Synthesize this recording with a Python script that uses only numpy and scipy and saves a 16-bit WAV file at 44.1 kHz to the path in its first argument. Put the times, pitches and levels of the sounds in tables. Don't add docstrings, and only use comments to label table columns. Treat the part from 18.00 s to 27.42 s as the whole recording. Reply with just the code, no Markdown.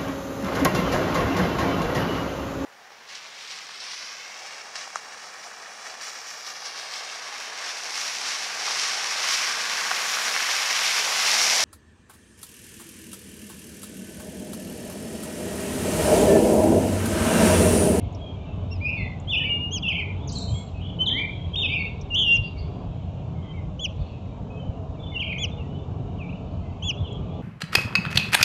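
import sys
import numpy as np
from scipy import signal
from scipy.fft import rfft, irfft
from scipy.io import wavfile
from scipy.ndimage import uniform_filter1d, map_coordinates

SR = 44100
rng = np.random.default_rng(int(sys.argv[2]) if len(sys.argv) > 2 else 0)


def materialize(psi):
    bounded = np.clip(np.atleast_2d(psi).T, -1, 1)
    quanta = np.round(bounded * 32767).astype(np.int16)
    wavfile.write(sys.argv[1], SR, quanta)


def voltage_ratio(level):
    return 10 ** (np.asarray(level, float) / 20)


N = 415422


def unit(x):
    return x / np.sqrt(np.mean(x ** 2) + 1e-20)


def along(points, hz):
    f, v = np.transpose(points)
    return np.interp(np.log(hz + 1), np.log(f + 1), v)


def curves(rows):
    s, *cols = np.transpose(rows)
    return [np.interp(np.arange(N) / SR, s, c) for c in cols]


def wobble(rate, n=N):
    knots = rng.standard_normal(int(n * 1000 / SR) + 4)
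    return map_coordinates(knots, [np.arange(n) * min(rate, 1000) / SR])


def background():
    # start_s, road_roar_db, chorus_db
    air = [(0.0, -36, -57), (1.84, -36, -60.5), (2.2, -35.5, -60), (4.43, -36, -57), (4.69, -36, -58.5),
           (5.3, -37.5, -61.5), (5.75, -37.5, -62.5), (6.1, -37.5, -57), (6.45, -36, -62.5),
           (6.9, -35.5, -64), (7.4, -35, -57.5), (7.9, -35, -62), (8.4, -35.5, -60.5), (8.8, -35.5, -62),
           (9.42, -34.5, -58)]
    # pitch_hz, level_db (per Hz)
    low = [(18, -40), (30, -19.5), (50, -8.5), (75, -7), (91, 1), (105, -9), (140, -11), (200, -41)]
    road = [(65, -31.5), (110, -5.5), (176, -3), (221, -13.5), (260, -12), (358, -20), (420, -15.5),
            (528, -21.5), (627, -18), (1130, -29.5), (1700, -47), (2210, -73), (3740, -120)]
    bird_blur = [(1500, -37), (2000, -13), (2400, -1), (3000, 0), (3400, -5), (3800, -4.5), (4300, -15),
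                 (5500, -35.5)]
    mic_noise = [(900, -28), (1500, 2.5), (4000, -6), (7000, -7), (8000, -16), (8700, -30.5), (9100, -61)]
    roar_db, chorus_db = curves(air)
    unsteady = voltage_ratio(1.3 * wobble(8.3)) * rush(low, patchy_db=0.5, size=4096)
    rumble = voltage_ratio(lumps()) * unit(unsteady)
    roar = voltage_ratio(roar_db + 1.1 * wobble(5)) * rush(road, patchy_db=1.95, size=2048)
    chorus = voltage_ratio(chorus_db) * rush(bird_blur, patchy_db=3, size=1024)
    hiss = voltage_ratio(-67) * rush(mic_noise, patchy_db=.2, size=512)
    return rumble + roar + chorus + hiss


def lumps():
    # middle_s, level_db (over the steady rumble)
    rumble_lumps = [(.05, 8.5), (2.53, 11.5), (4.25, 7.5), (4.4, 11), (4.88, 10.5), (5.41, 4.5),
                    (5.87, 1.5), (6.01, 8), (6.42, 2.5), (6.68, 10.5), (1.03, 8.5), (7.62, 3.5), (8.32, 5),
                    (9.02, 12), (9.21, 7.5)]
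    steady_db, half_width_s, lull_db = -33, 0.034, -4.5
    t = np.arange(N) / SR

    def bell(s, width):
        return np.exp(-((t - s) / width) ** 2)

    level = np.full(N, float(steady_db))
    for s, db in rumble_lumps:
        level += (db - lull_db) * bell(s, half_width_s)
        level += lull_db * bell(s, 3 * half_width_s)
    return level


def rush(spectrum, patchy_db, size):
    z = signal.stft(rng.standard_normal(N + 8192), nperseg=size)[2]
    field = uniform_filter1d(rng.standard_normal(z.shape), size=3, axis=0)
    field = uniform_filter1d(field, size=16, axis=1)
    patchy = signal.istft(z * voltage_ratio(patchy_db * unit(field)), nperseg=size)[1]
    x = rfft(patchy)
    hz = np.linspace(0, SR / 2, len(x))
    inside = (hz > spectrum[0][0]) & (hz < spectrum[-1][0])
    return unit(irfft(x * voltage_ratio(along(spectrum, hz)) * inside)[:N])


def straw():
    # start_s, peak_db, ring_hz
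    ticks = [(0.1262, -50, 6720), (0.1478, -41, 5590), (1.1998, -44, 7050), (3.5545, -47.5, 5390),
             (4.012, -41, 5700), (4.145, -34, 6030), (4.6794, -56, 4580), (9.1252, -54, 6900)]
    out, t = np.zeros(N + SR), np.arange(SR // 25) / SR
    for s, db, hz in ticks:
        snaps = rng.standard_normal(len(t)) * voltage_ratio(-60 * t / .04)
        swell = voltage_ratio(-60 * t / 0.0039) * (1 - np.exp(-t / .0004))
        ring = np.sin(2 * np.pi * hz * t) * swell
        tick = signal.fftconvolve(snaps, ring)[:len(t)]
        out[round(s * SR):][:len(t)] += voltage_ratio(db) * tick / np.abs(tick).max()
    return out[:N]


def far_birds():
    # start_s, length_s, from_hz, to_hz, level_db
    far_glides = [(.18, 0.2, 3264, 3233, -53), (.46, 0.1, 2750, 2535, -56), (.52, 0.06, 3160, 3100, -61),
                  (.96, 0.16, 3530, 3550, -53.5), (2.2, 0.068, 3300, 3800, -53),
                  (2.32, 0.044, 2990, 3380, -42.5), (2.475, 0.14, 3055, 3430, -47.5),
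                  (2.74, 0.077, 2560, 2560, -54), (5.35, 0.18, 2155, 2020, -60.5),
                  (5.42, 0.13, 3195, 3090, -54), (5.53, 0.081, 2330, 2020, -51),
                  (6.04, 0.15, 2900, 2460, -57), (6.5, 0.14, 2526, 2620, -56),
                  (6.572, .07, 3140, 3000, -50), (6.995, 0.19, 3500, 3530, -49),
                  (7.115, 0.043, 2255, 2000, -48), (7.575, 0.053, 2950, 2610, -45),
                  (7.69, 0.11, 2920, 3020, -53), (8.63, 0.083, 2105, 1996, -61), (9.1, .1, 3330, 2980, -49),
                  (9.28, 0.1, 3170, 3640, -59.5),
                  (.33, 0.058, 2390, 2300, -59), (0.408, .05, 2400, 2340, -60),
                    (0.562, 0.099, 3040, 2960, -61), (4.55, .1, 2270, 2160, -59),
                    (7.02, 0.075, 3300, 2900, -55), (7.63, .045, 1960, 1900, -63),
                    (7.75, 0.1, 3440, 3600, -63), (8.608, .12, 3110, 3060, -66),
                    (8.728, 0.074, 2210, 2190, -59.5), (9.18, .06, 2490, 2210, -59),
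                    (2.6, 0.038, 3320, 3300, -52.5)]
    # start_s, length_s, edge_hz, turning_hz, level_db
    far_turns = [(2.8, 0.17, 2935, 3210, -47), (4.425, 0.068, 4620, 4690, -54.5),
                 (4.57, 0.086, 4450, 4600, -57), (6.0, .05, 3170, 3610, -57),
                 (6.97, 0.051, 2420, 2260, -58), (7.5, 0.054, 3250, 3580, -50.5),
                 (8.835, 0.093, 2640, 2930, -42), (2.55, 0.078, 2180, 2184, -56),
                 (6.64, 0.082, 3010, 3020, -58), (3.3, 0.17, 3250, 3270, -48.5),
                 (8.72, 0.086, 2660, 2640, -62), (9.04, 0.1, 3400, 3345, -48.5)]
    buzzes = [
        (5.98, .11, 4700, 4250, -63),
        (8.35, .4, 4680, 4390, -74),
    ]
    # time_s, pitch_hz, level_db
    hook = [(8.178, 3500, -60), (8.192, 2810, -44), (8.225, 2390, -42), (8.26, 2280, -50),
            (8.288, 2325, -47), (8.305, 2940, -39)]
    # start_s, length_s, from_hz, to_hz, level_db
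    strokes = [
        (8.32, .024, 2300, 2930, -44.5),
        (8.342, .027, 2910, 2950, -50),
        (6.935, 0.037, 3000, 2450, -60),
        (8.965, .035, 3250, 3560, -46),
        (9.0, .03, 3560, 3400, -46.5),
        (9.025, .075, 3350, 2600, -45),
    ]
    far_notes = plain(far_glides) + plain(far_turns, turning=True)
    calls = whistles(far_notes, octave_db=-60, edge_s=.008, waver=.01, flutter_db=4.5)
    calls = calls + whistles([hook, *plain(strokes)], octave_db=-60, edge_s=.008, waver=.006, flutter_db=2.5)
    calls = calls + whistles(plain(buzzes, turning=True), octave_db=-60, edge_s=.02, waver=.04, flutter_db=4)
    return heard(calls, direct_db=-2.5, near_db=-5.5, reach_s=.07, far_db=-10, stretch=.9, treble_db=-3)


def plain(rows, turning=False):
    start_db, end_db, attack, release = -1.5, -7, 0.47, 0.32
    u = np.linspace(0, 1, 9)
    shape = 4 * u * (1 - u) if turning else u
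    swell = start_db * np.clip(1 - u / attack, 0, 1)
    swell = swell + end_db * np.clip(1 - (1 - u) / release, 0, 1)
    return [np.transpose([s + length * u, a + (b - a) * shape, db + swell]) for s, length, a, b, db in rows]


def whistles(notes, octave_db, edge_s, waver, flutter_db, rasp=0):
    out = np.zeros(N + SR)
    for note in notes:
        s, hz, db, *own = np.transpose(note)
        t = np.arange(s[0] - edge_s, s[-1] + edge_s, 1 / SR)

        def smooth(v):
            return uniform_filter1d(np.interp(t, s, v), size=220)

        pitch = smooth(hz) * (1 + warble(t) + waver * wobble(150, len(t)))
        phase = 2 * np.pi * np.cumsum(pitch) / SR
        gate = np.clip(np.minimum(t - t[0], t[-1] - t) / (2 * edge_s), 0, 1) ** 2
        flutter = flutter_db * wobble(70, len(t))
        upper_db = smooth(own[0]) if own else smooth(db) + octave_db
        tone = voltage_ratio(smooth(db) + flutter) * np.sin(phase)
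        rough_phase = 2 * phase + rasp * wobble(250, len(t))
        octave = voltage_ratio(upper_db + 2.5 * flutter) * np.sin(rough_phase)
        out[round(t[0] * SR):][:len(t)] += np.sqrt(2) * gate * (tone + octave)
    return out[:N]


def warble(t):
    # start_s, end_s, swing (share of the pitch), turns_per_s
    trills = [(0.864, .965, 0.056, 108), (4.15, 4.256, 0.067, 102), (4.42, 4.483, 0.053, 110),
              (4.57, 4.64, 0.052, 82), (2.78, 2.97, 0.065, 55), (8.99, 9.3, 0.029, 130),
              (5.99, 6.17, 0.04, 63), (5.42, 5.49, 0.043, 83)]
    swings = np.zeros(len(t))
    for a, b, swing, rate in trills:
        fade = np.clip(np.minimum(t - a, b - t) / 0.014, 0, 1)
        swings += swing * fade * np.sin(2 * np.pi * rate * (t - a))
    return swings


def heard(x, direct_db, near_db, reach_s, far_db, stretch, treble_db, dull_hz=4500, sent=None):
    sent = x if sent is None else sent
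    near = walls(sent, reach_s, fall_db=-13, clump_db=3, dull_hz=dull_hz)
    far = yard(sent, gap_s=.03, stretch=stretch, treble_db=treble_db)
    return voltage_ratio(direct_db) * x + voltage_ratio(near_db) * near + voltage_ratio(far_db) * far


def walls(x, reach_s, fall_db, clump_db, dull_hz):
    t = np.arange(round(0.7 * reach_s * SR)) / SR / reach_s
    clumps = clump_db * wobble(156, SR // 4)[:len(t)]
    ending = np.clip((1.3 - t) / 0.23, 0, 1) * (t > .02)
    echoes = rng.standard_normal(SR // 4)[:len(t)] * voltage_ratio(fall_db * t + clumps) * ending
    dull = signal.butter(2, dull_hz, fs=SR, output="sos")
    echoes = signal.sosfilt(dull, echoes / np.linalg.norm(echoes))
    return signal.oaconvolve(x, echoes)[:N]


def yard(x, gap_s, stretch, treble_db):
    # pitch_hz, fade_s (time to fall 60 dB)
    yard_fade = [(1800, 0.55), (3000, 0.49), (4200, 0.76), (5500, 1), (8000, 0.35)]
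    hz, t, z = signal.stft(rng.standard_normal(SR * 3 // 4), SR, nperseg=256)
    fade_s = stretch * along(yard_fade, hz)[:, None]
    tail = signal.istft(z * voltage_ratio(-60 * t / fade_s), SR, nperseg=256)[1]
    tail = tail * voltage_ratio(4 * wobble(35, len(tail)))
    tail = np.pad(tail / np.linalg.norm(tail), (round(gap_s * SR), 0))
    colour = voltage_ratio(along([(4000, 0), (5000, treble_db)], np.fft.rfftfreq(len(tail), 1 / SR)))
    return signal.oaconvolve(x, irfft(rfft(tail) * colour, len(tail)))[:N]


def nestling():
    # time_s, pitch_hz, level_db
    cheep = [(.705, 2590, -62), (.717, 2750, -44.5), (.73, 2760, -40), (.748, 2660, -56), (.768, 2430, -55)]
    # time_s, pitch_hz, tone_db, octave_db
    gape = [(1.708, 2864, -49, -62), (1.718, 3085, -36, -44), (1.734, 3330, -30.5, -36.5),
            (1.748, 3330, -29, -33.5), (1.766, 3050, -30, -35), (1.774, 2880, -30.5, -38.5),
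            (1.784, 2475, -40, -34), (1.79, 2330, -47, -46)]
    voice = whistles([cheep, gape] + peeps(), octave_db=0, edge_s=.0016, waver=.001, flutter_db=.5, rasp=.1)
    return heard(voice, direct_db=-.5, near_db=-14, reach_s=.02, far_db=-21, stretch=.7, treble_db=-10,
                 dull_hz=8000)


def peeps():
    # start_s, length_s, top_hz, peak_db, octave_peak_db
    peep_rows = [
        (4.318, 0.06, 3300, -33, -40),
        (5.793, 0.073, 3430, -23, -35.5),
        (7.38, 0.079, 3445, -23, -34),
        (8.823, 0.094, 3436, -22, -34),
    ]
    # share (of the length), tone_db, octave_db (relative to their peaks)
    arch = [(0, -15, -21.5), (.06, -11, -17), (.25, -11.5, -15), (.42, -12.5, -12), (.62, -5.5, -7.5),
            (.83, 0.5, 1), (.93, -5.5, -7), (1, -17, -15)]
    crest, rise, fall, squareness = 0.4, .16, 0.34, 2.5
    u = np.linspace(0, 1, 33)
    share, tone, upper = np.transpose(arch)
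    before = rise * np.abs(1 - u / crest) ** squareness
    after = fall * np.abs((u - crest) / (1 - crest)) ** squareness
    bow = 1 - np.where(u < crest, before, after)
    notes = []
    for s, length, top, db, octave_db in peep_rows:
        tone_db = db + np.interp(u, share, tone)
        upper_db = octave_db + np.interp(u, share, upper)
        notes.append(np.transpose([s + u * length, top * bow, tone_db, upper_db]))
    return notes


def songbird():
    echo_db = [-1, 1, -6, -2.5, 0.5, -1.5, -0.5, 2.5, 1.5, -0.5, 1, 0, -6, -0.5, 0.5]
    # start_s, length_s, from_hz, to_hz, level_db
    twitter = [(2.275, .016, 6800, 5300, -39), (2.289, 0.016, 5350, 3430, -34),
               (2.5, .005, 8300, 7300, -52), (2.316, 0.017, 4800, 8700, -43.5),
               (2.343, .016, 9020, 6800, -51.5), (2.356, .008, 7500, 6940, -44.5),
               (2.352, .03, 4450, 3710, -34.5), (2.385, 0.047, 3720, 3750, -48.5),
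               (2.383, 0.0079, 6750, 8200, -36.5), (2.403, 0.011, 8500, 7160, -52),
               (2.42, 0.011, 7300, 8400, -48), (2.44, .04, 7600, 7150, -59),
               (2.477, 0.13, 7300, 7560, -50.5), (2.535, .07, 6620, 6700, -61),
               (2.46, .06, 5900, 6450, -66.5), (2.5, 0.13, 8600, 8550, -64.5)]
    notes = syllables()
    song = whistles(notes, octave_db=0, edge_s=.003, waver=.003, flutter_db=1.3, rasp=.95)
    ends_s = np.ravel([note[[0, -1], 0] for note in notes])
    sent_db = curves(np.transpose([ends_s, np.repeat(echo_db, repeats=2)]))[0]
    tune = heard(song, direct_db=-2, near_db=-4.5, reach_s=.19, far_db=-8, stretch=1.2, treble_db=-11,
                 dull_hz=4000, sent=song * voltage_ratio(sent_db))
    high = whistles(plain(twitter), octave_db=-70, edge_s=.003, waver=.007, flutter_db=3)
    return tune + heard(high, direct_db=-1.5, near_db=2.5, reach_s=.09, far_db=-3, stretch=0.9, treble_db=-5.0)


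def syllables():
    # time_s, pitch_hz, level_db
    opening = [
        [(.8, 2020, -61), (.815, 2370, -36), (.87, 2497, -24), (.93, 2650, -33), (.955, 2518, -32),
         (.97, 2280, -36.5), (1.01, 2077, -32.5), (1.075, 1970, -44)],
        [(1.272, 3020, -43), (1.295, 3390, -29.5), (1.31, 3590, -22), (1.318, 3070, -27), (1.335, 2734, -21.5),
         (1.36, 2420, -23), (1.368, 2787, -23.5), (1.38, 3000, -22), (1.39, 2920, -20)],
        [(1.395, 2140, -53.5), (1.405, 1820, -47.5), (1.435, 1804, -43.5), (1.447, 2300, -38.5),
         (1.48, 2310, -26.5), (1.5, 2390, -37)],
        [(1.49, 2840, -28), (1.52, 2845, -20.5), (1.56, 2842, -21.5), (1.6, 2766, -51)],
    ]
    answer = [
        [(1.818, 2997, -52), (1.83, 3520, -27.5), (1.836, 2827, -27.5), (1.88, 2617, -23.5),
         (1.89, 3215, -17.5), (1.9, 2537, -29.5), (1.915, 2500, -23.5), (1.932, 2050, -33)],
        [(1.95, 2160, -41), (1.995, 2443, -27), (2.01, 2110, -35), (2.035, 1980, -46.5)],
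        [(2.988, 2980, -35.5), (3.01, 3063, -20), (3.035, 3083, -18.5), (3.05, 2944, -29.5)],
        [(3.056, 4180, -40), (3.066, 3610, -21), (3.08, 3210, -21.5), (3.095, 3090, -20)],
        [(3.095, 2360, -38), (3.105, 1730, -53), (3.14, 1930, -39.5), (3.17, 2103, -29.5), (3.2, 2378, -27),
         (3.24, 2316, -33)],
    ]
    peak = [
        [(3.532, 3130, -42), (3.55, 3320, -24)],
        [(3.555, 2290, -32), (3.56, 3180, -21), (3.566, 3677, -25), (3.59, 3680, -24), (3.615, 3497, -28),
         (3.626, 3070, -24), (3.64, 2646, -23), (3.665, 2500, -21), (3.68, 2660, -46.5)],
        [(3.682, 2200, -46), (3.72, 2317, -27), (3.745, 2456, -23), (3.76, 2794, -23), (3.775, 2480, -36.5),
         (3.79, 2245, -33), (3.83, 2203, -33)],
        [(4.102, 2850, -35.5), (4.143, 2760, -20.5), (4.168, 3326, -17), (4.2, 3300, -19.5), (4.24, 3107, -21),
         (4.26, 2842, -25.5), (4.285, 2780, -18), (4.31, 2768, -15), (4.365, 2775, -17.5)],
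    ]
    close = [
        [(7.135, 2930, -51), (7.15, 3016, -35), (7.165, 2770, -24), (7.19, 2716, -36), (7.205, 3245, -26.5),
         (7.218, 2670, -27.5), (7.235, 2210, -25.5)],
        [(7.285, 2214, -46), (7.3, 2515, -26.5), (7.315, 2503, -30), (7.335, 2050, -31.5)],
    ]
    # pitch_hz, octave_db (relative to the tone)
    throat = [(1800, -29), (2050, -21.5), (2250, -20.5), (2450, -33.5), (2850, -44), (3200, -35.5),
              (3600, -41.5)]
    beak_db = [4.5, 2.5, -6.5, -13, 3, -9, -3.5, 1.5, -7, -9.5, 1.5, 0.5, 5, -3, -7]
    fall_db, full_fall_hz_per_s = 4.5, 6800
    octave_grows = 0.29
    notes = []
    for note, facing_db in zip([*opening, *answer, *peak, *close], beak_db):
        s, hz, db = np.transpose(note)
        falling = np.clip(-np.gradient(hz, s) / full_fall_hz_per_s, 0, 1)
        effort_db = octave_grows * (db - db.max())
        upper_db = db + along(throat, hz) + fall_db * falling + effort_db + facing_db
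        notes.append(np.transpose([s, hz, db, upper_db]))
    return notes


def scene():
    return (background() + straw() + far_birds() + nestling() + songbird())[None]


def low_pass(x):
    return signal.sosfilt(signal.butter(12, 8720, fs=SR, output="sos"), x)


def record(dry):
    roll = signal.butter(8, 8700, fs=SR, output="sos")
    eased = dry * signal.windows.tukey(N, .012 * SR / N)
    return low_pass(signal.sosfilt(roll, eased))


dry = scene()
out = record(dry)
materialize(out)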